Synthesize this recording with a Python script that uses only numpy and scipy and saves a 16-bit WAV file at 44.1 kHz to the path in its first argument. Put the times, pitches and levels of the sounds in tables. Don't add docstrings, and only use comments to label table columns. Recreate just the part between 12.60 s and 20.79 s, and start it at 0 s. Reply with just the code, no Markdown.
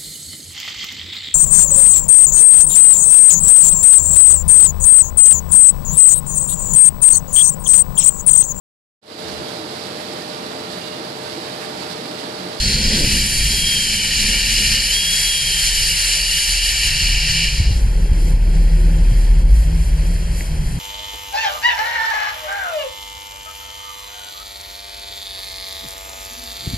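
import sys
import numpy as np
from scipy import signal
from scipy.io import wavfile
from scipy.ndimage import uniform_filter1d, map_coordinates

SR = 44100
rng = np.random.default_rng(int(sys.argv[2]) if len(sys.argv) > 2 else 0)


def boost_factor(decibels):
    exponent = np.asarray(decibels, float) / 20
    return 10 ** exponent


def dump_mix(stems):
    frames = np.atleast_2d(stems).T
    limited = np.clip(frames, -1, 1)
    pcm = np.round(limited * 32767).astype(np.int16)
    wavfile.write(sys.argv[1], SR, pcm)


N = 361163
TIME_S = np.arange(N) / SR
TREBLE_EDGES_HZ = 200 * 2 ** (np.arange(25) / 4)
RUSTLE_EDGES_HZ = 140 * 2 ** (np.arange(12) / 4)
BASS_EDGES_HZ = 11 * 2 ** (np.arange(16) / 3)


def rms_one(x):
    return x / np.sqrt(np.mean(x ** 2) + 1e-20)


def in_time(rows):
    s, *columns = np.transpose(rows)
    return [np.interp(TIME_S, s, column) for column in columns]


def at_hz(points, hz):
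    point_hz, point_db = np.transpose(points)
    return np.interp(np.log(hz), np.log(point_hz), point_db)


def above(hz, edge_hz, octaves):
    return 1 / (1 + (edge_hz / hz) ** (4 / octaves))


def drift(rate):
    r = np.exp(-80 * np.pi * rate / SR)
    slow = signal.lfilter([1], [1, -2 * r, r * r], rng.standard_normal(N // 40 + 2002))
    slow = rms_one(slow[2000:])
    return np.interp(np.arange(N) / 40, np.arange(len(slow)), slow)


def late(x, lag_s):
    return map_coordinates(x, [np.arange(N) - lag_s * SR], order=3)


def wavering(hz, wander, rate):
    wandering_hz = hz * (1 + wander * drift(rate))
    return np.sqrt(2) * np.sin(2 * np.pi * np.cumsum(wandering_hz) / SR)


def narrow_noise(hz, width_hz):
    phase = 2 * np.pi * np.cumsum(hz * np.ones(N)) / SR
    return rms_one(drift(width_hz) * np.cos(phase) + drift(width_hz) * np.sin(phase))


def resonant_noise(hz, width_hz):
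    band = signal.butter(2, [hz - width_hz / 2, hz + width_hz / 2], "band", fs=SR, output="sos")
    return rms_one(signal.sosfilt(band, rng.standard_normal(N)))


def ring(events, hz, t60):
    clicks = np.full(N, 1e-18)
    for s, level_db in events:
        clicks[round(s * SR)] = boost_factor(level_db)
    r, w = boost_factor(-60 / (t60 * SR)), 2 * np.pi * hz / SR
    return signal.lfilter([0, np.sin(w)], [1, -2 * r * np.cos(w), r * r], clicks)


def turbulence(mid_shape, side_shape, edges, moves, side_db, shared_db, slow_db, fast_db):
    mid_sum, side_sum = 0, 0
    white = rng.standard_normal((2, 2, N))
    together, near = drift(7.6), drift(3.3)
    for k, (low, high) in enumerate(zip(edges, edges[1:])):
        band = signal.butter(2, [low, high], "band", fs=SR, output="sos")
        mid, side = signal.sosfilt(band, white[k % 2])
        hz = np.sqrt(low * high)
        before, near = near, drift(1.64)
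        flicker_db = shared_db * together + slow_db * (before + near) + fast_db * drift(38)
        flicker = boost_factor(moves(hz) + flicker_db)
        mid_sum = mid_sum + boost_factor(at_hz(mid_shape, hz)) * flicker * mid
        side_sum = side_sum + boost_factor(at_hz(side_shape, hz) + side_db) * flicker * side
    return np.array([mid_sum, side_sum]) / np.std(mid_sum)


# start_s, depth_db
DUCKS = [(5.02, 2), (5.115, 1), (5.5, 2), (5.77, 4.5), (5.95, -2), (6.5, -1.5), (6.85, 5.5), (6.93, 0)]


def ducking():
    attack_s, release_s = .045, .1
    dips_db = 0
    for s, depth_db in DUCKS:
        fall = np.clip((TIME_S - s) / attack_s + 1, 0, 1)
        dips_db = dips_db + depth_db * fall * np.exp(-np.maximum(TIME_S - s, 0) / release_s)
    return -dips_db


# pitch_hz, level_db (per Hz)
JET_MID = [(300, -41), (700, -41.5), (1200, -12.5), (1600, -7.5), (2000, -7.5), (3000, -5.5), (3800, 7),
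           (4500, -4.5), (5200, 1.5), (5800, -6), (7000, -7.5), (9500, -13), (11000, -3.5), (12500, -28)]
JET_SIDE = [(300, -39.5), (700, -24.5), (1200, -13.5), (1600, -11), (2000, -12.5), (3000, -7), (3800, 3),
            (4500, -8.5), (5200, 4), (5800, 1), (7000, -0.5), (9500, -11), (11000, -12), (12500, -13)]


def jet(flow_db, lift_db):
    sizzle_db = -5 + lift_db
    roar_db = -11 + drift(14.0)

    def moves(hz):
        top = above(hz, 6840, 0.48) + 0.27 * above(hz, 12900, 0.8)
        return (sizzle_db + 9.5) * top + (roar_db + 12.0) * (1 - above(hz, 2350, 0.38))

    noise = turbulence(JET_MID, JET_SIDE, TREBLE_EDGES_HZ, moves, side_db=-8.0, shared_db=1.23,
                       slow_db=0.1, fast_db=0.86)
    return boost_factor(flow_db - 3.0 + ducking()) * noise


# start_s, pitch_hz, level_db
WHISTLE = [(0, 2500, -80), (.5, 2760, -30), (.72, 3200, -30), (.92, 3230, -22), (1.1, 3250, -15),
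           (1.3, 3106, -23), (1.6, 2984, -29), (2.05, 2862, -24.5), (2.27, 2950, -42), (2.31, 3070, -16.5),
           (2.36, 3235, -17), (2.52, 3315, -16.5), (3.08, 3126, -23), (3.3, 2880, -27), (4.06, 2930, -25),
           (4.3, 2765, -26.5), (4.88, 2800, -29), (5.0, 2770, -99)]
# start_s, pitch_hz, level_db
OPENING = [(0, 4210, -27), (.13, 4220, -27), (.3, 4490, -39), (.45, 4140, -90)]
# start_s, pitch_hz, level_db
UPPER = [(.1, 5000, -87), (.25, 5020, -28.5), (.55, 4760, -38), (.8, 4520, -32), (1.0, 4500, -60),
         (2.5, 4600, -46), (3.2, 4600, -35), (4.1, 4560, -36), (4.8, 4600, -37), (5.0, 4600, -87)]


def whistle():
    pitch_hz, level_db = in_time(WHISTLE)
    broken = np.clip((3050 - pitch_hz) / 150, 0, 1)   # share, rising over 150 Hz below 3050 Hz
    wander = .011 + .035 * broken
    clear = wavering(pitch_hz, wander, rate=60.6)
    breathy = narrow_noise(pitch_hz, width_hz=70)
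    tone = boost_factor(level_db - 4.5) * (0.75 * clear + 0.4 * breathy)
    for strand_hz, strand_db in (in_time(OPENING), in_time(UPPER)):
        tone += boost_factor(strand_db - 1.0) * narrow_noise(strand_hz, width_hz=70)
    return tone * boost_factor([[0], [-12.0]])


# pitch_hz, width_hz, level_db
COLUMN = [(1831, 155, -8), (2375, 177, -4), (2900, 270, 1.5), (4600, 2300, 2)]


def howl(flow_db, lift_db):
    from_s, rise_db_per_s = 0.53, 50
    until_s, fall_db_per_s = 4.89, 38
    level_db = flow_db - 7.5 - 0.97 * lift_db
    level_db = level_db - rise_db_per_s * np.maximum(from_s - TIME_S, 0)
    level_db = level_db - fall_db_per_s * np.maximum(TIME_S - until_s, 0)
    modes = sum(boost_factor(mode_db + 1.24 * drift(13.5)) * resonant_noise(hz, width_hz)
                for hz, width_hz, mode_db in COLUMN)
    return boost_factor(level_db - 7.0) * modes * boost_factor([[0], [-15.0]])


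# start_s, flow_db, lift_db (lift of the disc as extra sizzle)
VALVE = [(0, -17.5, -6), (.33, -17, -5), (.45, -17.5, -1), (.7, -17.5, 3.5), (1.2, -20, 1.5),
         (1.55, -17.5, -0.5), (2.2, -17, -1), (2.4, -19.5, 2.5), (3.86, -17.5, 1.5), (3.98, -20.5, -0.5),
         (4.05, -17.5, 0.5), (4.6, -19.5, -3), (4.85, -18.5, -4), (4.93, -22, -3), (5.08, -28, -7),
         (5.17, -29.5, -3), (5.27, -51, 4), (5.5, -59, 7)]
# start_s, delay_ms
ECHO = [(0, 2.3), (.35, 2.25), (.6, 1.96)]


def valve():
    flow_db, lift_db = in_time(VALVE)
    steam = jet(flow_db, lift_db) + whistle() + howl(flow_db, lift_db)
    dull = signal.sosfilt(signal.butter(2, 3400, fs=SR, output="sos"), steam[0])
    delay_s = in_time(ECHO)[0] / 1000
    steam[0] -= boost_factor(-16.5) * late(dull, delay_s)
    return steam


# pitch_hz, level_db (per Hz)
LEAK_MID = [(250, -15.5), (400, -5), (700, -4), (1100, 0.5), (1800, -8), (3000, -15), (4500, -14.5),
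            (6000, -24.5), (8000, -23.5), (10000, -25.5), (12500, -29.5)]
LEAK_SIDE = [(250, -14), (400, 0.5), (700, 0.5), (1100, 7.5), (1800, 4), (3000, -1), (4500, -3.5),
             (6000, -4), (8000, -6), (10000, -12), (12500, -12)]
# start_s, level_db
PUFFS = [(5.17, 5), (5.66, 8), (6.2, 2), (6.6, 4), (6.98, 9.5), (7.25, 7.5), (7.53, 6), (7.8, 11),
         (8.1, 7.5)]


def leak():
    level_db = -43.5 + ducking()
    puff_s = 0.08
    top_db = -6.5 + sum(puff_db * np.exp(-((TIME_S - s) / puff_s) ** 2) for s, puff_db in PUFFS)

    def moves(hz):
        return (level_db + 48.0) * above(hz, 1400, 2.1) + (top_db + 16.0) * above(hz, 6300, 1.67)

    hiss = turbulence(LEAK_MID, LEAK_SIDE, TREBLE_EDGES_HZ, moves, side_db=-19.0, shared_db=.5,
                      slow_db=0.13, fast_db=1.0)
    thin_whistle = boost_factor(level_db - 8.5) * narrow_noise(3230, width_hz=110)
    return boost_factor(-39.5) * hiss + thin_whistle * boost_factor([[0], [-8.0]])


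# start_s, draught_db (as drum level), second_db (second mode re drum)
DRUM = [(0, -28.5, 4.5), (.4, -31, -0.5), (.95, -36, 9), (1.2, -40.5, -4.5), (1.7, -24.5, -11),
        (2.0, -24, -6.5), (2.5, -38, -8), (3.4, -28, -15), (4.25, -32.5, 3), (4.45, -23.5, -5.5),
        (4.75, -33, 0), (5.1, -18, 1.5), (5.45, -16.5, -5), (6.05, -10.5, -13), (6.85, -12, -5.5),
        (7.05, -15, 2), (7.6, -21.5, -3), (8.19, -32.5, 6.5)]
# start_s, level_db
FLUE_OVERTONE = [(5.0, -77), (6.2, -42), (6.7, -46), (8.19, -52)]


def fire():
    drum_db, second_db = in_time(DRUM)
    pitch_hz = 39.8 - .06 * np.maximum(drum_db + 30, 0)
    boom_db = drum_db + second_db + 2.5 * drift(5.0)
    drum_db = drum_db + 0.21 * np.clip(-6 - drum_db, 0, 15) * drift(5.0)
    drum = boost_factor(drum_db + 0.76 * drift(3.4)) * wavering(pitch_hz, wander=0.0174, rate=3.3)
    boom = boost_factor(boom_db - 1.0 + 1.26 * drift(10.5)) * wavering(54, wander=.05, rate=4.97)

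    shut_s, recover_s = 5.0, 0.67
    valve_open = np.clip((shut_s - TIME_S) / recover_s, 0, 1)
    hum_db = -28 - 15 * valve_open + 4 * np.minimum(drift(5.0), .5) * 1.8
    hum = boost_factor(hum_db - 1.4 + 2.0 * drift(9.3)) * wavering(160, wander=0.0325, rate=12.23)
    hum += boost_factor(hum_db - 4) * narrow_noise(78, width_hz=2.8)
    hum += boost_factor(in_time(FLUE_OVERTONE)[0]) * narrow_noise(355, width_hz=13.0)
    return drum + boom + hum


# start_s, gust_db, head_on_db (rustle re gust)
WIND = [(0, -29.5, 3.5), (.14, -30, 5.5), (.24, -24, -3), (.33, -28.5, 8), (.52, -27.5, 4), (.7, -31, 1),
        (1.2, -38, 2), (2.14, -32.5, -1.5), (2.3, -43, 1), (2.6, -45.5, -2.5), (3.24, -35.5, -10),
        (3.6, -45.5, -15), (4.15, -39, -11), (4.45, -29.5, -29), (4.95, -35, -5.5), (5.1, -28.5, -2.5),
        (7.75, -33, 0), (8.1, -25, -9)]
# pitch_hz, level_db (per Hz)
GUST = [(12, 1), (25, 3.5), (45, -7), (80, -6), (105, -6.5), (130, -9), (200, -21.5), (300, -35)]
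RUSTLE = [(150, 0.5), (215, -3.5), (270, -5.5), (400, -9), (550, -9), (700, -21), (900, -12.5)]
# start_s, level_db (re rustle)
PORT_RING = [(0, -2), (1.4, 1.5), (2.6, 2), (3.2, -24), (8.19, -10)]


def wind():
    gust_db, head_on_db = in_time(WIND)
    rustle_db = gust_db + head_on_db + 1.9 * drift(6.8)
    gust_db = gust_db + 2 * drift(3.9)
    rumble = turbulence(GUST, GUST, BASS_EDGES_HZ, lambda hz: 0, side_db=0.0, shared_db=-1.0,
                        slow_db=0.4, fast_db=1.0)
    rustle = turbulence(RUSTLE, RUSTLE, RUSTLE_EDGES_HZ, lambda hz: 0, side_db=-13, shared_db=0.5,
                        slow_db=1.2, fast_db=0.5)
    rustle[0] += boost_factor(in_time(PORT_RING)[0]) * resonant_noise(209.7, width_hz=31)
    return boost_factor(gust_db + 5.0) * rumble + boost_factor(rustle_db - 5.0) * rustle


# start_s, level_db (peak), pitch_hz (ring)
BUMPS = [
    (.15, -13, 150),
    (.47, -9.5, 130),
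    (4.42, -12, 70.4),
    (5.0, 1.5, 77),
    (5.106, -1, 81),
    (5.515, 1.5, 61),
    (5.735, -0.5, 61.6),
    (6.516, -4.5, 110),
    (6.838, -12.5, 61.8),
]


def bumps():
    pushes = sum(ring([(s, level_db - 2.0)], hz, t60=0.063) for s, level_db, hz in BUMPS)
    soft = signal.butter(4, 280, fs=SR, output="sos")
    return signal.sosfilt(soft, pushes) * boost_factor([[0], [-4.0]])


# start_s, level_db (peak)
TICKS = [
    (7.808, -18),
    (7.811, -25),
]


def stone():
    return ring(TICKS, 2020, t60=0.0053) * [[1], [0]]


def scene():
    lows = wind() + bumps() + fire() * boost_factor([[0], [-5.0]])
    mid, side = valve() + leak() + boost_factor(-5.0) * lows + stone()
    return np.array([mid + side, mid - side])


def thin_side(mid, side):
    hz, _, both = signal.stft([mid, side], SR, nperseg=2048)
    bands = both[:, :1024].reshape(2, 128, 8, -1)
    power = np.sum(np.abs(bands) ** 2, axis=2)
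    masked = uniform_filter1d(power[0], size=3, axis=0) * boost_factor(2 * -21)
    heard = (power[1] > masked) | (hz[:1024:8, None] < 150)
    both[1, :1024] *= np.repeat(heard, 8, axis=0) * (hz[:1024, None] < 11750)
    return signal.istft(both[1], SR, nperseg=2048)[1][:N]


def top_cut(x):
    return signal.sosfilt(signal.butter(12, 12110, fs=SR, output="sos"), x)


def record(dry):
    left, right = 1.379 * np.tanh(dry / 1.22)
    mid, side = (left + right) / 2, (left - right) / 2
    widen_s, limit = 1 / 2400, .9
    mid = mid + .8 * late(mid, widen_s)
    mid = mid / (1 + np.abs(mid / limit) ** 8) ** (1 / 8)
    side = thin_side(mid, side - .92 * late(side, widen_s))
    steep = signal.ellip(12, .5, 55, 11990, fs=SR, output="sos")
    mix = signal.sosfilt(steep, [mid + side, mid - side])
    return top_cut(mix)


dry = scene()
out = record(dry)
dump_mix(out)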